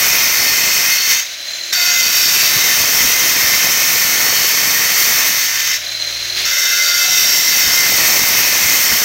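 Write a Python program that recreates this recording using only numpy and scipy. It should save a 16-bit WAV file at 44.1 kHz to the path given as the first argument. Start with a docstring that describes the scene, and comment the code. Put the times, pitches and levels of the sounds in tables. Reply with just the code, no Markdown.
"""Outdoors, one microphone close to an electric angle grinder cutting a stone block; mono.
At first the rim bites deep and hisses, its grit ringing the steel disc, while the labouring motor hums.
At 1.2 s the disc lifts clear: the motor whines up, the gears rattle, the fan blows. From 1.7 s it skims
and sings, then sinks in and drags the speed down. Near 5.8 s it lifts again over a low drone; at 6.5 s
it comes back squealing and digs in to the end. Now and then a puff of wind catches the microphone."""
import sys
import numpy as np
from scipy import signal
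from scipy.fft import rfft, irfft, next_fast_len
from scipy.io import wavfile
from scipy.ndimage import uniform_filter1d, map_coordinates

SR = 44100
rng = np.random.default_rng(int(sys.argv[2]) if len(sys.argv) > 2 else 0)


def bounce(signal):
    """Save signal as a 16-bit WAV file at the path given by the first command-line argument."""
    frames = np.transpose(np.atleast_2d(signal))
    limited = np.clip(frames, -1, 1)
    pcm = np.round(limited * 32767).astype(np.int16)
    wavfile.write(sys.argv[1], SR, pcm)


N = 398663
T = np.arange(N) / SR
SLOW_HZ, FREE_HZ = 59, 84  # turns per second, deep in the stone and running free
CASE_HZ, GRAZE_S = 4096, 0.089  # gear case resonance; how long the rim brushes before it bites


# short jolts and slow, slight swells or dips in the cut's loudness: t/s, half length/s, level change/dB
LEVEL_SWINGS = [(1.114, 0.033, 3.5), (1.733, 0.01, 4.5), (1.867, 0.15, -1), (5.67, 0.036, 0.5),
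                (6.467, 0.018, 1), (6.803, .15, 0.5), (7.217, .17, 0.5), (8.4, 0.81, 0.3)]
# spectrum of breaking stone: f/Hz, level/dB
CHIP_SPECTRUM = [(25, -40), (70, -5), (130, -0.5), (300, -0.5), (480, 0), (680, 1.5), (850, -2), (1150, 1),
                 (1600, -8.5), (3000, -40)]

def cutting(speed, bite):
    """The disc in the stone: ringing scrape and crumbling chips, louder the deeper it bites."""
    light = lightness(speed)
    swing_db = sum(db * np.exp(-((T - s) / half_s) ** 2) for s, half_s, db in LEVEL_SWINGS)
    # dust and chips take a moment to build up as a new groove forms
    groove_db = -3.5 * sum((T > back - GRAZE_S) * np.exp(-np.abs(T - back) / 0.12)
                           for _, back, *_ in LIFTS)
    doublings = np.log2(bite)
    scrape_db = -16.17 + 1.1 * doublings + 2.67 * light
    body_db = -20.2 + 0.94 * doublings - light + 0.47 * wobble(14)
    dust_db = -14.34 + 2.15 * doublings - 0.91 * light + groove_db + 0.76 * wobble(25)
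    chips_db = -30 + 4.9 * doublings - 3 * light + groove_db
    # a glancing disc chatters, and its runout presses once per turn
    glancing = np.clip(1 - bite / 0.33, 0, 1)
    runout = np.sin(2 * np.pi * np.cumsum(speed) / SR)
    flutter_db = 0.4 * wobble(12) + 0.24 * wobble(45) + 0.38 * wobble(500)
    chatter_db = glancing * (1.5 * wobble(130) + 0.58 * runout)
    pressure = amp(flutter_db + chatter_db + .5 * light * runout)
    scrape = pressure * disc(speed, body_db, scrape_db, dust_db)
    # deep in the stone chips break off at random; a skimming rim buzzes
    chips = rng.standard_normal(N) * amp(3.4 * wobble(420) + 0.75 * wobble(30))
    buzz = 0.72 * light ** 4 * rim(speed, wear_turns=50)
    return amp(swing_db) * (scrape + amp(chips_db) * coloured(chips + buzz, CHIP_SPECTRUM))


# modes of the steel disc: f/Hz when slow, shift/Hz when free, width/Hz, level/dB deep, level/dB skimming
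DISC_MODES = [(1404, 10, 35, -15, 19), (1505, 38, 138, -2, 14), (1817, -63, 72, 9.5, 15),
              (1938, -27, 100, 6.5, 11), (2062, 15, 50, 9, 21), (2160, -34, 137, 8, 7),
              (2510, 94, 165, 6.5, 16), (3100, -56, 160, 6, 13), (3208, 51, 69, -1, 17),
              (3617, 68, 58, 0, 21), (3830, 100, 294, -2, 13), (4390, -104, 94, 7.5, 8),
              (4618, 10, 135, 4.5, 20), (5042, -18, 68, -7, 14), (5270, 117, 99, 6, 19),
              (5614, 125, 130, -2, 13), (5885, 34, 51, -5, 15), (6040, 242, 300, -1, 8),
              (6416, 200, 57, 1, 12), (6662, 70, 66, 1, 15), (7193, 21, 117, 4, 10),
              (7417, 200, 109, 5.5, 14), (8170, 37, 370, 5, 7), (8873, 161, 60, 6, 9),
              (9530, 207, 297, 0, 3), (11843, -4, 189, -1, 7), (12683, 223, 70, -2, 7),
              (13245, 193, 120, -2, 2)]
# spectrum of the rim on stone: f/Hz, level/dB
SCRAPE_SPECTRUM = [(600, -20), (1150, -9), (1700, -8), (2300, -6), (3450, -9.5), (4900, -7), (5500, 0.5),
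                   (6600, -1.24), (6950, -9.5), (8300, -11.5), (10300, -12.5), (11300, -9), (13300, -1),
                   (15600, -1.5)]
# how strongly the scrape repeats each turn: f/Hz, weight
REPEAT_WEIGHTS = [(200, .12), (900, 0.69), (1500, 0.71), (3000, 0.71), (6000, 0.56), (9000, 0.35),
                  (15000, .4)]

def disc(speed, body_db, scrape_db, dust_db):
    """Repeating and fresh scraping ring the disc; a deep cut damps the modes, and spin shifts them."""
    hz, t, repeating = signal.stft(rim(speed, wear_turns=23.5), SR, nperseg=2048)
    fresh = signal.stft(rng.standard_normal(N), SR, nperseg=2048)[2]
    hz = hz[:, None]
    light = lightness(np.interp(t, T, speed))
    share = np.clip(along(REPEAT_WEIGHTS, hz) * (0.37 + 0.68 * light ** 2), 0, 1)
    scraping = np.sqrt(share) * repeating + np.sqrt(1 - share) * fresh
    power = 1
    for mode_hz, shift_hz, width_hz, deep_db, skim_db in DISC_MODES:
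        detune = 2 * (hz - mode_hz - shift_hz * light) / width_hz
        # the angle of the cut drifts, favouring one mode and then another
        mode_db = deep_db + (skim_db - deep_db) * light + 1.7 * wobble(5, t)
        power = power + amp(mode_db) ** 2 / (1 + detune ** 2)
    response = np.sqrt(power) * amp(along(SCRAPE_SPECTRUM, hz)) * hz / np.hypot(hz, 500)
    # the many weak high modes stand out more as the cut lightens
    ripple_depth = along([(1000, 0.26), (4000, 1.0), (9000, 0.44), (14000, 0.97)], hz)
    ripple = ripple_depth * wobble(0.97, hz[:, 0] / 70)[:, None]
    response *= amp((0.9 + 1.7 * light) * ripple)
    # three bands, each at its own level: the disc's body, the scrape, the fine dust
    body = 1 / (1 + (hz / 2900) ** 20)
    dust = 1 / (1 + (7600 / (hz + 1)) ** 20)
    gain = 0
    for band, db in (body, body_db), (1 - body - dust, scrape_db), (dust, dust_db):
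        part = response * band
        gain = gain + amp(np.interp(t, T, db)) * part / np.sqrt(np.mean(part ** 2, axis=0))
    return signal.istft(gain * scraping, SR, nperseg=2048)[1][:N]


def rim(speed, wear_turns):
    """The grit pattern of the rim passes once per turn and slowly wears into a new one."""
    grains = 640
    turns = np.cumsum(speed) / SR
    keep = np.exp(-1 / wear_turns)
    grit = rng.standard_normal((2 * grains, grains))
    pattern, _ = signal.lfilter([np.sqrt(1 - keep ** 2)], [1, -keep], grit[1:],
                                axis=0, zi=keep * grit[:1])
    return unit(map_coordinates(pattern.ravel(), [turns * grains], order=3))


# high squeals of the disc and low overtones of its spin: start t/s, end t/s, f/Hz, level/dB
DISC_TONES = [(.06, 0.854, 2080, -27.5), (0.302, .85, 4377, -29.5), (0.879, 1.168, 2104, -23),
              (.9, 1.17, 4400, -22), (1.08, 1.228, 6470, -25), (1.737, 1.87, 2060, -25),
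              (1.74, 1.9, 4538, -19.5), (1.76, 1.906, 2530, -26), (1.768, 1.977, 710, -39),
              (1.877, 2.0, 2060, -18.5), (1.89, 1.998, 6530, -22), (2.02, 2.09, 4510, -19),
              (2.133, 2.3, 4631, -25), (2.501, 2.64, 2070, -24), (2.639, 2.73, 1779, -26),
              (2.97, 3.703, 2064, -26), (4.2, 5.2, 4450, -28.5), (5.412, 5.756, 2043, -30),
              (6.448, 7.3, 5380, -26.5), (6.489, 7.666, 2061, -28), (6.551, 7.1, 580, -45),
              (6.6, 7.05, 501, -49), (6.717, 6.9, 2070, -22.5), (6.723, 7.08, 1418, -34),
              (6.967, 7.14, 2630, -27), (7.0, 7.25, 3680, -31), (7.0, 7.48, 7597, -30),
              (7.031, 7.168, 739, -39), (7.052, 7.5, 5750, -26), (7.749, 8.7, 2080, -30)]

def disc_tones(speed):
    """Brief tones swell and die away: high squeals of the disc and low overtones of its spin."""
    out = np.zeros(N + 2 * SR)
    for start, end, hz, db in DISC_TONES:
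        t = np.arange(int((end - start + .1) * SR)) / SR
        # a slow, deep cut smears the note
        rough = np.interp(np.interp(start, T, speed), [SLOW_HZ, FREE_HZ], [.6, .12])
        release_db = -60 * np.maximum(t - (end - start), 0) / 0.12
        swell = (1 - np.exp(-t / 0.0056)) * amp(db - 0.3 + release_db + wobble(14, t))
        note = tone(hz, blur_hz=45 + hz * rough / 14, rough=rough, t=t)
        out[round(start * SR):][:len(t)] += swell * note
    return out[:N]


# the disc is lifted clear: lift t/s, back in t/s, scrape fade/s, rattle start t/s,
# tool level change/dB, whistle level/dB, graze level/dB
LIFTS = [(1.2, 1.726, .3, 1.402, -1, -39.5, -45), (5.765, 6.45, 0.205, 5.863, 2, -51, -19)]

def contact():
    """1 while the rim touches the stone: it fades on lifting and returns at once."""
    touching = np.ones(N)
    for lift, back, fade_s, *_ in LIFTS:
        clear = (T > lift) & (T < back)
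        touching[clear] = amp(-60 * (T[clear] - lift) / fade_s)
    return uniform_filter1d(touching, size=300)


def graze():
    """Just before it bites, the rim touches too lightly to ring the disc: a dry, fluttering rasp."""
    level = sum(amp(db) * gate(back - GRAZE_S, back, edge_s=.03) for _, back, *_, db in LIFTS)
    rasp = noise([(100, -16), (1000, -9.5), (1700, -1), (3500, 5),
                  (6500, -1), (7500, -11), (10000, -15), (15000, -10)])
    return level * amp(1.8 * wobble(150)) * rasp


# how deep the rim is pressed into the stone: t/s, bite (1 is a full cut)
BITE_DEPTH = [(0.0, 1.004), (0.85, 0.633), (1.02, 0.16), (1.12, 0.469), (1.2, 0.03), (1.73, 0.315),
              (2.15, 0.665), (2.55, 1.037), (4.4, 0.981), (5.2, 0.878), (5.5, 0.144), (5.68, 0.125),
              (5.78, 0.03), (6.45, 0.155), (6.95, 0.231), (7.15, 0.583), (8.0, 1.255), (9.04, 0.862)]

def spindle(touching):
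    """The bite, and the turns per second: the load drags the speed down, and inertia makes it lag."""
    idle_hz, drag_hz, inertia_s = 89.78, 31.78, .7
    bite = np.interp(T, *np.transpose(BITE_DEPTH))
    target_hz = idle_hz - drag_hz * bite * touching
    keep = np.exp(-1 / (inertia_s * SR))
    speed, _ = signal.lfilter([1 - keep], [1, -keep], target_hz, zi=[keep * SLOW_HZ])
    return bite, speed


def lightness(speed):
    """0 when the disc is slowed deep in the stone, 1 when it runs free."""
    return np.clip((speed - SLOW_HZ) / (FREE_HZ - SLOW_HZ), 0, 1)


# spectrum of cooling air and brushes: f/Hz, level/dB
FAN_SPECTRUM = [(20, -50), (55, -26), (150, -24), (470, -17), (570, -5.5), (720, -8), (820, -17.5),
                (1250, -11), (1550, -4.5), (2200, 0.5), (2650, -2.5), (3900, 1), (5000, -2.5), (6600, -0.5),
                (6950, -10.5), (9000, -19), (14000, -15.5)]

def motor(speed, load, touching):
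    """Fan air and the armature's unbalance grow with speed; the gears whine when unloaded."""
    light = lightness(speed)
    armature_hz = 4.43 * speed
    fan = amp(-29 + 4.5 * light + wobble(90)) * noise(FAN_SPECTRUM)
    unbalance_db = -78 + 32 * light - 4 * touching  # the stone steadies it
    unbalance = amp(unbalance_db) * tone(armature_hz, blur_hz=8.7, rough=.08)
    # twelve pinion teeth mesh per armature turn and excite the gear case
    mesh_hz, case_width_hz = 12 * armature_hz, 1000
    in_tune = 1 / np.hypot(1, 2 * (mesh_hz - CASE_HZ) / case_width_hz)
    mesh = amp(-4) * tone(mesh_hz, blur_hz=110.3, rough=0.53)
    case = (1 - touching) * in_tune * tone(CASE_HZ, blur_hz=50, rough=.3)
    gears = amp(-33.5 - 12 * load + 2.2 * wobble(70)) * in_tune * (mesh + case)
    return fan + unbalance + gears


def rattle(speed):
    """Unloaded gear teeth knock across their play every second turn, each a short, noisy ring."""
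    knock_db, spread_db, jitter_s = -17, 2.2, .0015
    out = np.zeros(N + SR)
    t = np.arange(SR // 20) / SR
    envelope = amp(4.5 - 60 * t / .032) * (1 - np.exp(-t / .0014))
    turns = np.cumsum(speed) / SR
    for _, back, _, start, *_ in LIFTS:
        first, last = np.interp([start, back], T, turns)
        for s in np.interp(np.arange(first, last, 2), turns, T):
            late, strength, detune = rng.standard_normal(3)
            hz = CASE_HZ + 12 * (np.interp(s, T, speed) - 77.5) + 35 * detune  # faster rings higher
            ring = np.sin(2 * np.pi * hz * t) + 0.17 * rng.standard_normal(len(t))
            onset = round((s + jitter_s * late) * SR)
            out[onset:][:len(t)] += amp(knock_db + spread_db * strength) * envelope * ring
    return filtered(out[:N], lambda hz: 1 / (1 + (hz / 7000) ** 8))


def whistle():
    """Shortly after each lift the free disc whistles in the air."""
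    level = sum(amp(db) * gate(lift + .27, back, edge_s=.08) for lift, back, *_, db, _ in LIFTS)
    return level * (tone(7160, blur_hz=40.6, rough=0.27) + amp(2) * tone(6355, blur_hz=90.4, rough=0.8))


# puffs of wind on the microphone: t/s, peak level/dB
WIND_PUFFS = [(.52, -35), (2.57, -31), (2.8, -32), (3.05, -27), (3.44, -35), (4.38, -38), (4.67, -38),
              (7.68, -29), (7.95, -35), (8.23, -32), (8.65, -32), (8.93, -30)]

def wind():
    """Brief puffs buffet the microphone over a faint, steady rumble."""
    puffs = sum(amp(db) * np.exp(-((T - s) / 0.019) ** 2) for s, db in WIND_PUFFS)
    rumble = noise([(15, -26), (30, -12), (55, -2), (110, -3.5), (200, -6.5), (500, -15), (2000, -90)])
    return (puffs + amp(-64)) * rumble


def drone():
    """Around the second lift a low drone swells and sags in pitch."""
    span_s = 5.5, 6.5
    hz = np.interp(T, span_s, [60, 56.5])
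    db = np.interp(T, span_s, [-57, -46.5])
    return gate(*span_s, edge_s=0.19) * amp(db) * hum(hz, octave_db=1)


def mains(speed):
    """A mains hum that grows as the motor labours."""
    return amp(-53 - 21 * lightness(speed)) * hum(60, octave_db=-6)


def hum(hz, octave_db):
    """A wavering low tone and its octave."""
    return tone(hz, blur_hz=5.2, rough=.2) + amp(octave_db) * tone(2 * hz, blur_hz=6, rough=0.089)


def tone(hz, blur_hz, rough, t=T):
    """A tone of rms 1 on a pitch curve; rough is the part smeared over blur_hz."""
    phase = 2 * np.pi * np.cumsum(hz * np.ones(len(t))) / SR
    in_phase = (1 - rough + rough * wobble(blur_hz, t)) * np.sin(phase)
    return unit(in_phase + rough * wobble(blur_hz, t) * np.cos(phase))


def noise(spectrum):
    """Noise of rms 1 with a (f/Hz, level/dB) spectrum."""
    return coloured(rng.standard_normal(N), spectrum)


def coloured(x, spectrum):
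    """x through a (f/Hz, level/dB) spectrum, at rms 1."""
    return unit(filtered(x, lambda hz: amp(along(spectrum, hz))))


def filtered(x, response):
    """x times a response of frequency."""
    size = next_fast_len(N + 8192)
    return irfft(rfft(x, size) * response(np.fft.rfftfreq(size, 1 / SR)), size)[:N]


def wobble(rate, t=T):
    """A smooth random curve with rate knots a second."""
    knots = rng.standard_normal(int(t[-1] * rate) + 4)
    fine = np.arange(0, len(knots) - 1, 1 / 8)
    return np.interp(t * rate, fine, map_coordinates(knots, [fine], order=2))


def gate(start, end, edge_s):
    """1 from start to end, with soft edges."""
    return np.clip(np.minimum(T - start, end - T) / edge_s + .5, 0, 1)


def along(points, hz):
    """(f/Hz, value) points read on a log axis."""
    f, values = np.transpose(points)
    return np.interp(np.log(hz + 1), np.log(f + 1), values)


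def amp(db):
    """Decibels to gain."""
    return 10 ** (np.asarray(db) / 20)


def unit(x):
    """Scale to rms 1."""
    return x / np.sqrt(np.mean(x ** 2) + 1e-20)


def scene():
    """The grinder close up in open air, hum and wind beneath it, alike in both channels."""
    touching = contact()
    bite, speed = spindle(touching)
    # raised from the stone, the tool reaches the microphone a little softer or louder
    raised_db = sum(db * gate(lift, back, edge_s=0.51) for lift, back, _, _, db, *_ in LIFTS)
    tool = amp(raised_db) * (motor(speed, bite * touching, touching) + rattle(speed))
    cut = touching * cutting(speed, bite) + graze() + disc_tones(speed)
    mono = cut + tool + whistle() + mains(speed) + drone() + wind()
    return np.array([mono, mono])


def record(dry):
    """The mono microphone rounds off the highest peaks and keeps nothing above its band limit."""
    top_hz = 15830
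    mono = dry.mean(axis=0)
    rounded = mono / (1 + mono ** 6) ** (1 / 6)
    mono = filtered(rounded, lambda hz: hz < top_hz)
    return np.array([mono, mono])


dry = scene()
out = record(dry)
bounce(out)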